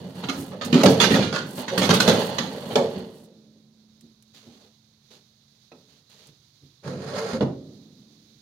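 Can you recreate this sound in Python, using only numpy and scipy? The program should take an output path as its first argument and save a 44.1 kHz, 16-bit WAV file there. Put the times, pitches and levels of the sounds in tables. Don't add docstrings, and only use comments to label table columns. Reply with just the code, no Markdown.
import sys
import numpy as np
from scipy import signal
from scipy.fft import rfft, irfft, next_fast_len
from scipy.io import wavfile
from scipy.ndimage import uniform_filter1d

SR = 44100
rng = np.random.default_rng(int(sys.argv[2]) if len(sys.argv) > 2 else 0)


def output_pcm(signal):
    pcm = np.clip(np.atleast_2d(signal).T, -1, 1) * 32767
    wavfile.write(sys.argv[1], SR, np.round(pcm).astype(np.int16))


N = 370881

# start in seconds, clatter of the sides in dB, boom of the bed in dB,
# hard knock in dB, rattle time in seconds, note of the spot struck in Hz.
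BLOWS = [(0.233, -33.5, -33, -39.5, 0.02, 202.6), (0.285, -26.5, -28.5, -38.5, 0.018, 270),
         (0.515, -43, -51.5, -37.5, 0.038, 219), (0.611, -30.5, -41.5, -33.5, 0.044, 244.4),
         (0.726, -23.5, -11.5, -31.5, 0.033, 246.4), (0.75, -25.5, -17, -25.5, 0.077, 250.4),
         (.832, -20.5, -18, -10, 0.0085, 232.8), (0.856, -18, -14.5, -18.5, 0.0069, 190.7),
         (0.999, -16.5, -32, -37, 0.036, 223), (1.025, -18.5, -25, -34, 0.029, 219),
         (1.104, -23, -16.5, -23, 0.069, 212.4), (1.143, -24.5, -25.5, -18.5, 0.035, 232),
         (1.19, -27, -18, -23.5, 0.089, 205), (1.325, -25.5, -35, -30, 0.076, 227),
         (1.679, -29.5, -36, -42.5, 0.032, 221), (1.776, -21.5, -22, -30.5, 0.023, 191),
         (1.816, -22.5, -25, -22.5, 0.04, 227.6), (1.89, -17, -16, -19, 0.028, 185),
         (1.933, -21, -33.5, -35.5, 0.038, 226), (2, -17, -23.5, -28, 0.018, 198),
         (2.076, -17.5, -15.5, -13, 0.031, 218.6), (2.383, -21.5, -28, -38.5, 0.01, 241),
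         (2.702, -36.5, -35.5, -31, 0.04, 222), (2.755, -20.5, -25, -12, 0.008, 244.5),
         (5.716, -47.5, -51.5, -48, 0.011, 249), (7.406, -33.5, -21, -19.5, 0.032, 213)]
# pitch in Hz, level in dB, time to fall 60 dB in seconds.
PANEL_MODES = [(162, -9.5, 0.37), (233.2, -9, 1), (271.2, -5, 0.75), (375.6, -15, 0.99),
               (441.5, -7.5, 0.31), (451, -13.5, 1), (600, -10, 0.32), (825, -17, 0.21)]
# frequency in Hz, spectral level in dB.
TRAILER_COLOUR = [(35, -40), (64, -25.5), (99, -3), (215, 1.5), (329, -4.5), (542, -3.5), (697, -8),
                  (1090, -15), (2260, -26), (4240, -20.5), (5440, -30), (6490, -27.5), (7730, -39),
                  (16000, -45)]
HOLLOW_HZ = 403.3, 633


def gain_of(db):
    return 10 ** (np.asarray(db) / 20)


def unit_rms(x):
    return x / np.sqrt(np.mean(x ** 2) + 1e-20)


def unit_peak(x, size=600):
    return x / np.sqrt(uniform_filter1d(x ** 2, size, axis=1).max(axis=1, keepdims=True) + 1e-20)


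def curve_at(points, hz):
    points_hz, values = np.transpose(points)
    return np.interp(np.log(hz + 1), np.log(points_hz + 1), values)


def fader(points, power=1):
    t = np.arange(N) / SR
    times, db = np.transpose(points)
    outside_s = np.maximum(times[0] - t, t - times[-1])
    return gain_of(power * np.interp(t, times, db)) * np.clip(1 - outside_s / 0.051, 0, 1)


def add(mix, start, sound):
    part = mix[:, max(round(start * SR), 0):][:, :sound.shape[1]]
    part += sound[:, :part.shape[1]]


def band(x, low_hz, high_hz, order=3):
    sections = signal.butter(order, [low_hz, min(high_hz, .49 * SR)], "band", fs=SR, output="sos")
    return signal.sosfilt(sections, x)


def wavering(size, count=N):
    return unit_rms(uniform_filter1d(uniform_filter1d(rng.standard_normal(count), size), size))


def coloured(x, spectrum, ripple_db=0, ripple_hz=70):
    size = next_fast_len(x.shape[1], True)
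    hz = np.fft.rfftfreq(size, 1 / SR)
    db = curve_at(spectrum, hz)
    if ripple_db:
        db = db + ripple_db * wavering(size=round(ripple_hz / hz[1]), count=len(hz))
    return unit_rms(irfft(rfft(x, size) * gain_of(db), size)[:, :x.shape[1]])


def grains(size, per_s, spread_db):
    strength = gain_of(spread_db * np.minimum(rng.exponential(1, size), 4))
    return unit_rms(rng.standard_normal((2, size)) * strength * (rng.random(size) < per_s / SR))


def clumps(count=N, depth_db=2.2):
    return gain_of(depth_db * wavering(size=350, count=count))


def ringing(modes, t, scatter_db):
    hz, db, t60 = np.transpose(modes)[:, :, None]
    swing = gain_of(db + scatter_db * rng.standard_normal(hz.shape) - 60 * t / t60)
    angle = 2 * np.pi * hz * t
    phase = rng.uniform(0, 2 * np.pi, (2, len(modes)))
    return np.cos(phase) @ (swing * np.sin(angle)) + np.sin(phase) @ (swing * np.cos(angle))


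def decay(t, early_s, tail_db, t60):
    return np.hypot(np.exp(-t / early_s), gain_of(tail_db - 60 * t / t60))


def walls(x, early_s, tail_db, t60):
    t = np.arange(SR // 2) / SR
    echoes = rng.standard_normal((2, len(t))) * decay(t, early_s, tail_db, t60)
    return signal.fftconvolve(x, echoes / np.linalg.norm(echoes[0]), axes=1)[:, :x.shape[1]]


def strokes(rows, rise_s, swell_db, stop_s, tail_db, t60, column=2):
    clock = np.arange(0, N, 64) / SR
    columns = np.transpose(rows)[:, :, None]
    t, length, db = clock - columns[0], columns[1], columns[column]
    progress = np.clip(t / length, 0, 1)
    pressure = np.clip(t / rise_s, 0, 1) * gain_of(db + swell_db * (progress - 2.5))
    envelopes = pressure * decay(np.maximum(t - length, 0), stop_s, tail_db, t60)
    return np.interp(np.arange(N) / SR, clock, np.linalg.norm(envelopes, axis=0))


def background():
    # frequency in Hz, spectral level in dB.
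    hiss_colour = [(530, -67.5), (900, -23), (2850, -20.5), (3900, -6), (5610, -14.5), (6480, -13),
                   (7400, -26.5), (16000, -28)]
    # time in seconds, level in dB.
    swell = [(3.4, -68.5), (8.2, -63.5)]
    level_db = np.interp(np.arange(N) / SR, *np.transpose(swell)) + wavering(size=2000)
    hiss = gain_of([[-3.9], [1.8]]) * coloured(rng.standard_normal((2, N)), hiss_colour)
    wash = unit_rms(band(rng.standard_normal((2, N)), 110, 150, order=1))
    return gain_of(level_db) * hiss + gain_of(-66) * wash


def shoves(layer, tail_db, t60):
    # start and length in seconds, then bed rumble, panel groan and grit in dB.
    scuffs = [(-.02, 0.12, -39, -46, -55.5), (.14, 0.29, -43, -50, -50.5), (.46, 0.27, -42.5, -52.5, -60.5),
              (.66, 0.36, -39, -43.5, -48.5), (.87, .2, -29.5, -29, -39.5), (1.42, 0.14, -51, -48.5, -53),
              (1.565, 0.028, -45, -39, -40), (1.71, 0.27, -39, -33.5, -42.5), (2.02, 0.19, -34.5, -28, -34),
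              (2.2, 0.29, -39.5, -41.5, -44.5), (2.5, 0.5, -44, -43, -49.5)]
    column = {"rumble": 2, "panel": 3, "grit": 4}[layer]
    return strokes(scuffs, rise_s=0.023, swell_db=-1, stop_s=0.04, tail_db=tail_db, t60=t60,
                   column=column)


def rubbed_bed(per_s, modes_db):
    slips = grains(N, per_s, spread_db=3.2)
    ring = ringing(PANEL_MODES, np.arange(SR // 4) / SR, scatter_db=-1)
    panel = signal.fftconvolve(slips, ring, axes=1)[:, :N]
    dense = coloured(walls(slips, early_s=0.047, tail_db=-9, t60=0.81), TRAILER_COLOUR)
    return dense + gain_of(modes_db) * unit_rms(panel)


def dragging():
    rumble = unit_rms(band(rubbed_bed(per_s=300, modes_db=-19.5), 90, 290, order=2))
    panel = unit_rms(band(rubbed_bed(per_s=500, modes_db=-6.5), *HOLLOW_HZ, order=2))
    grit = walls(grains(N, per_s=2500, spread_db=0.81), early_s=0.0017, tail_db=-24, t60=0.74)
    scuff = unit_rms(band(coloured(grit, TRAILER_COLOUR), 760, 5900, order=2))
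    struggle = (shoves("rumble", tail_db=-8, t60=1.5) * rumble
                + shoves("panel", tail_db=-11.5, t60=1.9) * panel
                + shoves("grit", tail_db=1, t60=0.8) * scuff)
    return struggle + hoof_slide(rumble, panel, scuff)


def rustle():
    # start and length in seconds, level in dB.
    brushes = [(.01, 0.49, -52), (.29, 0.13, -41), (.87, .04, -30.5), (1.07, 0.093, -35.5),
               (1.44, 0.17, -40), (1.79, 0.071, -35), (2.13, 0.14, -37.5), (2.48, 0.29, -45.5),
               (2.84, 0.41, -59.5)]
    fibres = grains(N, per_s=9000, spread_db=2) * clumps()
    brushing = strokes(brushes, rise_s=0.053, swell_db=10.5, stop_s=0.015, tail_db=-9.5, t60=0.3)
    stirring = gain_of(-26) * shoves("grit", tail_db=-6, t60=0.94)
    return gain_of(10.5) * np.hypot(brushing, stirring) * unit_rms(band(fibres, 5500, 13300, order=1))


def steel(t):
    # pitch in Hz, level in dB.
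    fittings = [(1287, -10), (2094, -6), (3268, 2), (3490, 4), (4130, -7)]
    return unit_peak(ringing([(hz, db, .15) for hz, db in fittings], t, scatter_db=3.5))


def clatter(t, db, rattle_s):
    settling = np.exp(-(t / max(rattle_s, .008)) ** 3)
    bounces = grains(len(t), per_s=1500, spread_db=2) * clumps(len(t)) * settling
    chatter = walls(coloured(bounces, TRAILER_COLOUR, ripple_db=3), early_s=0.004, tail_db=-13, t60=0.34)
    chatter = unit_peak(band(chatter, 1250, 15000))
    planks = ringing([(hz, 0, .1) for hz in rng.uniform(1100, 5000, size=24)], t, scatter_db=9)
    sound = chatter + gain_of(-17.5) * steel(t) + gain_of(-13.5) * unit_peak(planks)
    cutoff_hz = min(29330 * gain_of(db) ** 0.54, .49 * SR)
    return gain_of(db) * signal.lfilter(*signal.butter(1, cutoff_hz, fs=SR), sound)


def blow(clatter_db, boom_db, knock_db, rattle_s, spot_hz):
    t = np.arange(SR) / SR
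    window = 1250
    dense = coloured(rng.standard_normal((2, SR)), TRAILER_COLOUR)
    modes = unit_peak(ringing(PANEL_MODES, t, scatter_db=4), window)
    low_note, high_note = (unit_peak(ringing([(hz, 0, .26)], t, scatter_db=0), window)
                           for hz in (spot_hz, 2.29 * spot_hz))
    low_cut_hz = np.clip(100 * (spot_hz / 220) ** 3, 85, 170)
    boom = dense * decay(t, early_s=0.07, tail_db=-5.5, t60=0.91) + gain_of(-5) * modes + low_note
    rise = np.minimum(t / 0.0059, 1)
    boom = unit_peak(band(boom, low_cut_hz, 400) * rise, window)
    lingering = band(dense, *HOLLOW_HZ, order=2) * gain_of(-11 - 60 * t / 0.89)
    knock = dense * np.exp(-t / 0.054) + lingering + gain_of(-8.5) * modes + gain_of(-7.5) * high_note
    knock = unit_peak(band(knock, 390, 950), window)
    sound = gain_of(boom_db) * boom + gain_of(knock_db - 2) * knock + clatter(t, clatter_db, rattle_s)
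    return sound * np.minimum(t / .002, 1) * np.minimum((1 - t) / 0.18, 1)


def kicks():
    # start in seconds, level in dB, pitch in Hz.
    bumps = [(.373, -31, 273.4), (0.647, -31, 234), (1.583, -34.5, 246.4), (2.956, -33.5, 185.5),
             (4.025, -48, 228), (4.463, -47, 237), (6.279, -52, 144), (6.619, -50.5, 141.4),
             (6.858, -33, 139), (6.953, -37, 153), (7.327, -26, 230.6), (7.417, -23, 135)]
    # start in seconds, level in dB.
    clanks = [(1.001, -18)]
    out = np.zeros((2, N))
    for start, *settings in BLOWS:
        add(out, start, blow(*settings))
    for start, db, spot_hz in bumps:
        add(out, start, bump(db, spot_hz))
    for start, db in clanks:
        add(out, start, gain_of(db) * steel(np.arange(SR // 2) / SR))
    return out


def stored_vibration(t60):
    energy_in = np.zeros(N)
    for start, _, boom_db, *_ in BLOWS:
        energy_in[round(start * SR)] += gain_of(boom_db) ** 2
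    kept_per_sample = gain_of(-60 / (t60 * SR)) ** 2
    return np.sqrt(signal.lfilter([1], [1, -kept_per_sample], energy_in))


def frame_hum():
    # pitch in Hz, relative level in dB.
    frame_tones = [(158, -76), (217.6, -63.5)]
    t = np.arange(N) / SR
    tones = sum(gain_of(db + 28) * np.sin(2 * np.pi * hz * t) for hz, db in frame_tones)
    wash = gain_of(-23) * unit_rms(band(rng.standard_normal((2, N)), 130, 290, order=2))
    return stored_vibration(t60=8.66) * tones + stored_vibration(t60=3) * wash


def bump(db, spot_hz):
    t = np.arange(SR // 2) / SR
    dense = unit_rms(band(rng.standard_normal((2, len(t))), 85, 360))
    thud = gain_of(-5) * dense + np.sin(2 * np.pi * spot_hz * t)
    envelope = np.minimum(t / 0.014, 1) * decay(t, early_s=.045, tail_db=-20, t60=.8)
    return gain_of(db) * unit_peak(thud * envelope, size=700)


def cracks_and_snaps():
    # start in seconds, level in dB.
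    snaps = [(0.647, -31), (0.832, -25), (1.777, -24.5), (1.938, -22.5), (2, -22.5), (2.078, -26.5),
             (4.008, -50.5), (4.223, -52), (6.097, -57), (6.2687, -48.5)]
    out = np.zeros((2, N))
    t = np.arange(SR // 4) / SR
    for start, db in snaps:
        breaking = decay(t, early_s=0.092 * gain_of(db / 2), tail_db=-19, t60=0.15)
        snap = band(rng.standard_normal((2, len(t))) * breaking, 3200, 10000, order=1)
        add(out, start, gain_of(db - 5) * unit_peak(snap * np.minimum(t / .003, 1), size=90))
    return out


def groans(waver_hz=9):
    # start and length in seconds, level in dB, pitch in Hz.
    notes = [(0.747, 0.2, -29, 545), (1.69, 0.13, -31.5, 555), (2.1, 0.043, -25, 555),
             (6.865, 0.093, -33.5, 500), (7.199, 0.057, -24, 458), (7.32, 0.039, -23.5, 525)]
    out = np.zeros(N)
    for start, length, db, hz in notes:
        cycles = np.cumsum(hz + waver_hz * wavering(size=300)) / SR
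        bow = strokes([(start, length, db)], rise_s=0.03, swell_db=1, stop_s=0.018, tail_db=-22, t60=.4)
        out += bow * np.sin(2 * np.pi * cycles)
    return out * np.array([[1], [0]])


def bandage():
    # start and length in seconds, cloth rasp and panel rub in dB.
    tugs = [(4.334, 0.072, -59.5, -69), (4.42, 0.25, -66, -62.5), (5.1, 0.07, -60.5, -62.5),
            (5.88, 0.1, -67.5, -72.5), (6.09, 0.2, -62.5, -69.5)]
    catching = np.sqrt(clumps())
    threads = coloured(grains(N, per_s=7000, spread_db=0), TRAILER_COLOUR)
    rasp = unit_rms(catching * band(threads, 2830, 22000, order=2))
    rub = unit_rms(band(rubbed_bed(per_s=900, modes_db=-1.5), 235, 2200, order=2))
    pull = dict(rise_s=.013, swell_db=-2, stop_s=0.033)
    return (strokes(tugs, **pull, tail_db=-20, t60=0.3, column=2) * rasp
            + strokes(tugs, **pull, tail_db=-30, t60=0.8, column=3) * rub)


def hoof_slide(rumble, panel, scuff):
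    # time in seconds, grit level in dB.
    slide = [(6.875, -46), (6.982, -52.5), (7.13, -44), (7.165, -36), (7.21, -41), (7.34, -39),
             (7.39, -49.5)]
    # frequency in Hz, spectral level in dB.
    grit_colour = [(900, -6), (1590, -8.5), (2790, -24.5), (4920, -14), (5680, -26), (6410, -19),
                   (7960, -35), (9420, -31), (16000, -46)]
    catching = clumps()
    grit = walls(grains(N, per_s=1700, spread_db=3.9), early_s=0.0034, tail_db=3, t60=0.21)
    crunch = unit_rms(catching * band(coloured(grit, grit_colour), 500, 18000))
    hollow = unit_rms(band(panel, 310, 660, order=1))
    return (fader(slide) * (gain_of(3) * crunch + gain_of(-2.5) * scuff)
            + gain_of(-18) * fader(slide, power=0.44) * hollow
            + gain_of(-31.5) * fader(slide, power=0.13) * rumble)


def microphones(x):
    # frequency in Hz, likeness from 0 to 1.
    likeness = [(200, .99), (600, .85), (1200, .25), (2500, .08)]
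    # frequency in Hz, left minus right in dB.
    balance = [(700, -2), (1800, -4.5), (3500, -11), (6000, -9.5), (8000, 0.5)]
    size = next_fast_len(N, True)
    hz = np.fft.rfftfreq(size, 1 / SR)
    shared, separate = rfft(x, size)
    alike = np.clip(curve_at(likeness, hz), 0, 1)
    left_gain = gain_of(curve_at(balance, hz))
    pair = np.array([left_gain * shared, alike * shared + np.sqrt(1 - alike ** 2) * separate])
    centre_gain = np.sqrt(1 + left_gain ** 2 + 2 * left_gain * alike) / 2
    return irfft(pair / centre_gain, size)[:, :N]


def scene():
    struggle = kicks() + frame_hum() + dragging() + groans()
    return microphones(struggle + bandage() + rustle() + cracks_and_snaps() + background())


def record(dry):
    rounded = dry / (1 + dry ** 8) ** (1 / 8)
    low_pass = signal.firwin(511, 15950, window=("kaiser", 9), fs=SR)
    return signal.oaconvolve(rounded, low_pass[None], "same")


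dry = scene()
out = record(dry)
output_pcm(out)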